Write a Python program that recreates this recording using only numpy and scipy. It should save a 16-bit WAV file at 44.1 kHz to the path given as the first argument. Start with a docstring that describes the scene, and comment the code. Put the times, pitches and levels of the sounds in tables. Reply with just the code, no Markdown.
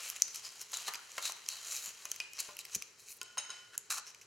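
"""Cutting rigid foam by hand

A shape is worked out of a foam block on a workshop bench: uneven ticks scrape in strokes, fingertips fizz,
and caught edges snap loose as a slip and a crumble. Pieces knock on the board (noise puffs and modes),
thin metal pings and a tossed scrap clatters on sheet metal (modes over rattle).
Steady filtered noise lies beneath; sparse decaying reflections make a small room.
"""
import sys
import numpy as np
from scipy import signal
from scipy.fft import rfft, irfft
from scipy.io import wavfile

SR = 44100
rng = np.random.default_rng(int(sys.argv[2]) if len(sys.argv) > 2 else 0)


def dump_mix(stems):
    """Bounce the given channels to the path in sys.argv[1] as a 16-bit WAV at rate SR."""
    frames = np.atleast_2d(stems).T  # one column per channel
    limited = np.clip(frames, -1, 1)  # hard clip at full scale
    pcm = np.round(limited * 32767).astype(np.int16)
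    wavfile.write(sys.argv[1], SR, pcm)


N = 188042
TIME_S = np.arange(N) / SR

# Workshop noise spectrum. Each row: frequency in Hz, relative level in dB.
AIR_SPECTRUM = [(15, -55), (35, -12), (70, -7.5), (110, 0), (170, -6), (285, -8), (416, 1), (680, -9),
                (1100, -5), (2000, -5.5), (3000, -9.5), (3600, -9.5), (6500, -7.5), (10000, -19),
                (16000, -42)]
AIR_DB = -65.5

# Room decay. Each row: frequency in Hz, t60 in seconds.
ROOM_DECAY = [(150, 0.2), (600, 0.47), (2000, 0.85), (6500, 0.46), (10000, 0.24), (15000, 0.024)]

# Scrap hitting sheet metal. Each row: start in seconds, level in dB, brightness in dB per octave
# about 3 kHz, loose rattle in dB against the hit level.
CLINKS = [(3.2147, -51.5, -1.5, -4.5), (3.3803, -46.5, 6.5, -1.5), (3.385, -48, 10.5, -11),
          (3.4945, -56, -3, 3), (3.503, -49, 2.5, -3)]
# Touches on the thin metal part. Each row: as for the clinks.
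PINGS = [(2.0543, -51.5, 9, -13), (2.2015, -39, 7, -11.5)]
# Modes of the sheet metal. Each row: frequency in Hz, level in dB before brightness, t60 in seconds.
SHEET_METAL_MODES = [(420, -12, .4), (1045, -8, 0.35), (1440, -1.5, 0.94), (3034, -2, 0.77),
                     (3860, -10, 0.21), (4270, -24, .17), (5230, -6, 0.53), (6524, -7.5, .3),
                     (6504, -6.5, 0.52), (6900, -25, 0.33), (9050, -11, 0.12), (9220, -34, .5),
                     (9400, -33, 0.41)]
# Modes of the thin metal part. Each row: as for the sheet metal.
THIN_METAL_MODES = [(2475, 3, 0.097), (2490, -20, .4), (2570, -10, 0.24), (2850, -10, 0.29)]
# Spectrum of the loose rattle. Each row: frequency in Hz, relative level in dB.
RATTLE_SPECTRUM = [(200, -37), (500, -0.5), (1200, 2.5), (3000, 7.5), (4700, 0), (6500, -0.5), (8000, -4),
                   (9300, -8), (10500, -12), (16000, -42)]

# Soft bumps on the bench. 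Each row: start in seconds, level in dB.
BUMPS = [(1.877, -60), (2.762, -45.5)]
# Spectrum of a bench bump. Each row: frequency in Hz, relative level in dB.
BENCH_SPECTRUM = [(20, -41), (50, -7), (100, 0), (150, 0), (225, 0), (290, -9), (385, -2), (520, -12),
                  (2000, -59)]
# Pieces knocking on the board. Each row: start in seconds, level in dB, noise decay constant in seconds,
# gain of the board ring in dB.
KNOCKS = [(0.8807, -35.5, 0.0093, -67), (1.1805, -39.5, 0.01, -63), (1.297, -33.5, 0.001, -84),
          (2.0536, -49.5, 0.0079, -65.5), (2.2012, -49.5, 0.003, -76), (2.488, -52.5, 0.019, -58),
          (2.8193, -48, 0.0013, -91), (3.373, -39.5, 0.0073, -65), (3.383, -42.5, 0.0052, -81)]
# Spectrum of a knock. Each row: frequency in Hz, relative level in dB.
BOARD_SPECTRUM = [(30, -57), (120, -23), (280, -19), (430, -5), (700, -1.5), (1150, 6.5), (1800, -1.5),
                  (3000, -2.5), (8000, -22)]
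# Modes of the board. Each row: frequency in Hz, relative level in dB, t60 in seconds.
BOARD_MODES = [(440, 6.2, 0.061), (595, 1.6, 0.3), (826, 1.5, 0.085), (1041, 3.7, 0.13)]

# Fingertips sliding over open cells. Each row: start in seconds, length in seconds, peak level in dB.
FINGER_SLIDES = [(0.072, .06, -49), (0.612, 0.025, -52), (1.69, 0.13, -52), (1.786, 0.14, -52.5),
                 (2.974, 0.081, -68), (3.082, 0.084, -53), (3.16, 0.024, -56.5)]

# Foam catching and letting go. Each row: start in seconds, ring level in dB, flex of the piece in dB
# against the ring, sharp edge in dB against the ring, crumble decay constant in seconds.
SNAPS = [(0.1006, -28.5, -3, -1, 0.0004), (0.2211, -10, -18, -17, 0.00065), (.347, -36, -3.5, -4, .001),
         (0.3593, -34.5, -6, -0.5, 0.0011), (0.6142, -35.5, -20, -1, 0.00065),
         (0.7192, -39, -17, -2, .0012), (0.7406, -26, -21, -16, 0.0043), (0.7705, -27, -20, -10, 0.0033),
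         (.937, -35, 2.5, -1.5, 0.0011), (0.9447, -40, 12.5, -4, 0.00081), (0.9543, -32, 0, -11, 0.0024),
         (1.1182, -39, -14, -18, .0005), (1.3213, -31.5, -7, -6.5, 0.00096),
         (1.4627, -38.5, -0.5, -22, 0.00079), (1.488, -22.5, -7.5, -8.5, 0.00063),
         (1.8594, -31.5, -14, -6, .0008), (2.054, -30, -9, -6.5, 0.0019), (2.1162, -23, -8, -8.5, 0.0011),
         (2.161, -36.5, -3.5, -6, 0.0019), (2.2015, -30.5, 4, -11, 0.0011), (2.3342, -40, -4, -2.5, 0.0012),
         (2.4038, -26.5, -24, -2, .0016), (2.568, -43, 6.5, 4, 0.00099), (2.59, -39, 7.5, 4, 0.0017),
         (2.652, -39.5, 4, 1, 0.0026), (2.7484, -22, -9, -9.5, 0.0041), (2.7525, -24.5, -11, -3, 0.0011),
         (2.8229, -31.5, 1, -6, 0.001), (3.2147, -32.5, 2.5, -7.5, 0.0011), (3.231, -38.5, -37, -4, .0009),
         (3.7786, -25, -12, 0, 0.00084), (4.147, -44, 2, -11, 0.0011), (4.213, -42, -1, -10, 0.013)]
# Spectrum of the flexing piece. 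Each row: frequency in Hz, relative level in dB.
FLEX_SPECTRUM = [(50, -56), (300, -7), (1000, -14.5), (1800, -2.5), (2450, 14), (3400, 12.5), (4100, -37),
                 (4900, 14.5), (7000, -49)]
# Spectrum of the sharp edge and the fingertips. Each row: frequency in Hz, relative level in dB.
EDGE_SPECTRUM = [(500, -36), (4000, -28), (8500, 1), (11000, 7.5), (13000, 5), (16000, -3.5)]
# The more the piece flexes, the lower its ring.
SNAP_HZ, SNAP_HZ_PER_FLEX_DB = 6040, -34

# Light rubbing between strokes. Each row: time in seconds, level in dB before the grit and body shares.
LIGHT_RUB = [(0.0, -44), (.24, -53.5), (.5, -53), (.68, -55.5), (.8, -45), (1.0, -59.5), (1.2, -48.5),
             (1.42, -56.5), (1.68, -47), (1.96, -54.5), (2.15, -52), (2.29, -67), (2.43, -47.5),
             (2.55, -58.5), (2.76, -55), (2.93, -66), (3.55, -65), (4.26, -68)]
# Firm strokes. Each row: start in seconds, length in seconds, place of the peak from 0 to 1, grit level in dB,
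# hollowness (body against grit) in dB, contact resonance in Hz.
STROKES = [(0.01, 0.1, 0.53, -46, -8, 2580), (0.155, 0.021, .4, -44.5, -4, 2500),
           (0.277, 0.0089, 0.7, -47, -4, 4500), (0.336, 0.08, 0.23, -47, -8, 5670),
           (0.43, 0.082, 0.26, -49.5, -2.5, 4900), (0.572, 0.059, 0.95, -51, -4, 5600),
           (0.727, 0.074, 0.17, -45, -1, 3780), (.855, .04, 0.68, -40, -4, 4110),
           (0.902, 0.17, .15, -56.5, 0.5, 1390), (1.18, 0.0091, 0, -41.5, 0.5, 2230),
           (1.212, 0.11, 0.41, -38.5, -6.5, 3820), (1.482, .13, 0.02, -47, -4.5, 4180),
           (1.61, 0.2, 0.85, -41.5, -12, 7000), (1.797, 0.13, 0.48, -48, -2.5, 6860),
           (2.339, 0.054, 1, -56.5, 4, 5640), (2.383, 0.041, 0.4, -40, -9, 4330),
           (2.576, 0.041, .7, -47, -8, 3920), (2.704, 0.063, 0.92, -45, -7, 6240),
           (2.98, 0.12, 0.16, -60, -17, 6260), (3.048, 0.082, 1, -49.5, -17.5, 2480),
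           (3.72, 0.037, 1, -57, 1.5, 1550), (3.899, 0.081, 0.06, -35, -11, 1366),
           (3.962, 0.042, 0.5, -43.5, -4, 1190), (4.056, 0.064, 0.27, -55, -0.5, 5800)]
# Spectrum of the gritty scrape. Each row: frequency in Hz, relative level in dB.
GRIT_SPECTRUM = [(80, -77), (500, -55), (1200, -38.5), (1900, -20), (2500, -3), (3300, -17), (4100, -2.5),
                 (4800, -11.5), (5800, -3), (7000, -0.5), (7900, -6.5), (9700, -12.5), (10900, -8),
                 (13200, -19.5), (15000, -22)]
# Spectrum of the hollow body. Each row: frequency in Hz, relative level in dB.
BODY_SPECTRUM = [(60, -48), (250, -31.5), (430, -10.5), (750, -7), (1250, -1), (1900, -3), (2600, -2),
                 (3300, 4), (4000, -8), (4800, -4.5), (9000, -26.5)]
WALL_DB = 2.74  # foam wall under the contact, against the stroke's hollow body

# Microphone colour with a narrow dip. Each row: frequency in Hz, gain in dB.
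MICROPHONE = [(3100, -1.5), (3480, -9), (3850, 1)]
# Stereo lean. Each row: frequency in Hz, left minus right in dB.
LEAN = [(100, 2.5), (280, 3.5), (550, 1.5), (1100, 0.1), (2200, 0.8), (4500, 1.9), (9000, 0)]
CUT_HZ = 16100


def amp(db):
    """Decibels to gain."""
    return 10 ** (np.asarray(db) / 20)


def unit(x):
    """Scales to rms 1."""
    return x / np.sqrt(np.mean(x ** 2) + 1e-20)


def read(points, hz):
    """Reads a table along a log-frequency axis."""
    f, value = np.transpose(points)
    return np.interp(np.log(hz + 1), np.log(f + 1), value)


def add(mix, s, sound):
    """Mixes a sound in at a time."""
    part = mix[max(round(s * SR), 0):][:len(sound)]
    part += sound[:len(part)]


def colour(x, spectrum, size=4096):
    """Causal filter with the given spectrum: it rings after a click, never before."""
    log_gain = np.log(amp(read(spectrum, abs(np.fft.fftfreq(size, 1 / SR)))))
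    response = np.fft.ifft(np.exp(np.conj(signal.hilbert(log_gain)))).real
    return signal.fftconvolve(x, response[:size // 2])[:len(x)]


def wander(rate_hz):
    """Smooth chance of rms 1, rolled off above a rate."""
    hz = np.fft.rfftfreq(N, 1 / SR)
    return unit(irfft(rfft(rng.standard_normal(N)) / (1 + (hz / rate_hz) ** 2), N))


def burst(decay_s, size=4096):
    """A puff of noise that dies away."""
    return rng.standard_normal(size) * np.exp(-np.arange(size) / SR / decay_s)


def packed(x, length_s):
    """Scales a short sound to the energy of rms 1 held for a length."""
    return x / np.sqrt(np.sum(x ** 2) / (length_s * SR) + 1e-20)


def air(apart=0.63):
    """Steady workshop noise: a shared middle plus independent sides."""
    middle, left, right = (unit(colour(rng.standard_normal(N), AIR_SPECTRUM)) for _ in range(3))
    return amp(AIR_DB) * unit(middle + apart * np.array([left, right]))


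def room(x, gap_s=0.0014, apart=0.93, order=12):
    """Sparse reflections of random sign for each side, each band dying at its own speed."""
    signs = rng.choice([-1., 1.], (2, SR))
    present = rng.random((2, SR)) < 1 / order
    taps = signs * present * (np.arange(SR) / SR > gap_s)
    # close-set microphones share most reflections
    taps = taps[0] + apart * np.array([[.7], [-.7]]) * taps[1]
    hz, t_s, bands = signal.stft(taps, SR, nperseg=256)
    decay = amp(-60 * t_s / read(ROOM_DECAY, hz)[:, None])
    tail = signal.istft(bands * decay, SR, nperseg=256)[1]
    return signal.fftconvolve(x[None], tail / np.linalg.norm(tail[0]), axes=1)[:, :N]


def metal(hits, modes, crash_db, crash_s, rattle_t60_s, contact_s, chatter_db=3, low_edge_hz=550):
    """Each hit rings the modes, loudest in the first moments, over an uneven rattle."""
    out, t_s = np.zeros(N), np.arange(SR) / SR
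    press = 1 - np.exp(-t_s / contact_s)  # foam is a soft striker
    crash = (1 + amp(crash_db) * np.exp(-t_s / crash_s)) / 2
    for start_s, db, bright_db_per_octave, rattle_db in hits:
        ring = np.zeros(SR)
        for hz, mode_db, t60_s in modes:
            bright_db = bright_db_per_octave * np.log2(hz / 3000)
            ring += amp(mode_db + bright_db - 60 * t_s / t60_s) * np.sin(2 * np.pi * hz * t_s)
        chatter = rng.standard_normal(SR) * amp(chatter_db * wander(110)[:SR])
        rattle = unit(colour(chatter, RATTLE_SPECTRUM)) * amp(rattle_db - 60 * t_s / rattle_t60_s)
        add(out, start_s, amp(db) * press * (ring * crash + rattle))
    # the clinks and pings carry no low thump
    return signal.lfilter(*signal.butter(2, low_edge_hz, "high", fs=SR), out)


def knocks(bump_s=0.0025, rebound=0.2, rebound_s=0.0042):
    """Light hollow knocks ring the board; dull bumps push the bench and rebound once."""
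    out, t_s = np.zeros(N), np.arange(SR // 2) / SR
    ring = sum(amp(db - 60 * t_s / t60_s) * np.sin(2 * np.pi * hz * t_s) for hz, db, t60_s in BOARD_MODES)
    for start_s, db, decay_s, ring_db in KNOCKS:
        knock = packed(colour(burst(decay_s), BOARD_SPECTRUM), decay_s)
        add(out, start_s, amp(db) * knock)
        add(out, start_s, amp(ring_db) * ring)
    thud = packed(colour(signal.unit_impulse(len(t_s)), BENCH_SPECTRUM), bump_s)
    for start_s, db in BUMPS:
        add(out, start_s, amp(db) * thud)
        add(out, start_s + rebound_s, amp(db) * rebound * thud)
    return out


def fingertips(uneven_db=4):
    """Dry skin ticks over the smallest cells: a thin, high fizz."""
    ticks = rng.standard_normal(N) * amp(uneven_db * rng.standard_normal(N))
    pressure = np.zeros(N)
    for start_s, length_s, db in FINGER_SLIDES:
        corners_s = [start_s, start_s + 0.37 * length_s, start_s + length_s]
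        pressure += amp(db) * np.interp(TIME_S, corners_s, [0, 1, 0])
    return pressure * unit(colour(ticks, EDGE_SPECTRUM))


def snaps(level_s=0.00045, ring_width_hz=1800, crumble=0.33):
    """A caught edge lets go: a sharp slip and a crumble ring the foam briefly and flex the whole piece."""
    out = np.zeros(N)
    for start_s, db, flex_db, edge_db, crumble_s in SNAPS:
        hz = SNAP_HZ + SNAP_HZ_PER_FLEX_DB * flex_db
        slip = crumble * burst(crumble_s)
        slip[0] = 1
        t_s = np.arange(len(slip)) / SR
        resonance = t_s * np.exp(-np.pi * ring_width_hz * t_s) * np.sin(2 * np.pi * hz * t_s)
        ring = signal.fftconvolve(slip, resonance)[:len(t_s)]
        flex = colour(slip, FLEX_SPECTRUM)
        edge = colour(slip, EDGE_SPECTRUM)
        for part, share_db in ((ring, 0), (flex, flex_db), (edge, edge_db)):
            add(out, start_s, amp(db + share_db) * packed(part, level_s))
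    return out


def rubbing(grit_db=-4, body_db=-5, grain_db=2.5, judder_db=3.0, swell=0.79, drift_db=1,
            wall_width_hz=450, wall_width_per_hz=0.068):
    """Foam cells catch one after another: dense uneven ticks, bunched by stick and slip, ring the pieces."""
    judder = amp(judder_db * wander(450))
    ticks = judder * rng.standard_normal((3, N)) * amp(grain_db * rng.standard_normal((3, N)))
    light_db = np.interp(TIME_S, *np.transpose(LIGHT_RUB))
    power = amp([light_db + grit_db, light_db + body_db]) ** 2  # rows: grit, body
    out = np.zeros(N)
    for start_s, length_s, peak, db, hollow_db, hz in STROKES:
        span = slice(round(start_s * SR), round((start_s + length_s) * SR))
        progress = np.linspace(0, 1, len(TIME_S[span]))
        push = np.interp(progress, [0, np.clip(peak, .02, .97), 1], [0, 1, 0]) ** swell
        power[:, span] += (amp([db, db + hollow_db])[:, None] * push) ** 2
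        # the foam wall under the contact has its own resonance, different with every grip
        width_hz = wall_width_hz + wall_width_per_hz * hz
        band_hz = [max(hz - width_hz / 2, 100), hz + width_hz / 2]
        wall_filter = signal.butter(2, band_hz, "band", fs=SR)
        wall = unit(signal.lfilter(*wall_filter, ticks[2, span]))
        add(out, start_s, amp(db + hollow_db + WALL_DB) * push * wall)
    for force, drive, spectrum in zip(np.sqrt(power), ticks, (GRIT_SPECTRUM, BODY_SPECTRUM)):
        drift = amp(drift_db * wander(62))
        out += force * unit(colour(drive, spectrum) * drift)
    return out


def scene():
    """The foam is close; the sheet metal is farther off and more of the room is heard with it."""
    clink = metal(CLINKS, SHEET_METAL_MODES, crash_db=17, crash_s=0.0045, rattle_t60_s=0.5, contact_s=0.00013)
    ping = metal(PINGS, THIN_METAL_MODES, crash_db=13.5, crash_s=0.017, rattle_t60_s=0.41, contact_s=0.00089)
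    knock = knocks()
    snap = snaps()
    rub = fingertips() + rubbing()
    sent = amp(-9.0) * clink + amp(-10.5) * ping + amp(-8) * knock + amp(-14.5) * snap + amp(-12) * rub
    return air() + room(sent) + clink + ping + knock + snap + rub


def record(dry):
    """The microphone colours the sound and leans it a little left; then the band limit."""
    hz = np.fft.rfftfreq(N, 1 / SR)
    lean_db = read(LEAN, hz)
    gain_db = read(MICROPHONE, hz) + np.array([lean_db, -lean_db]) / 2
    heard = irfft(rfft(dry) * amp(gain_db), N)
    low_pass = signal.firwin(255, CUT_HZ, window=("kaiser", 9), fs=SR)
    return signal.oaconvolve(heard, low_pass[None], "same")


dry = scene()
out = record(dry)
dump_mix(out)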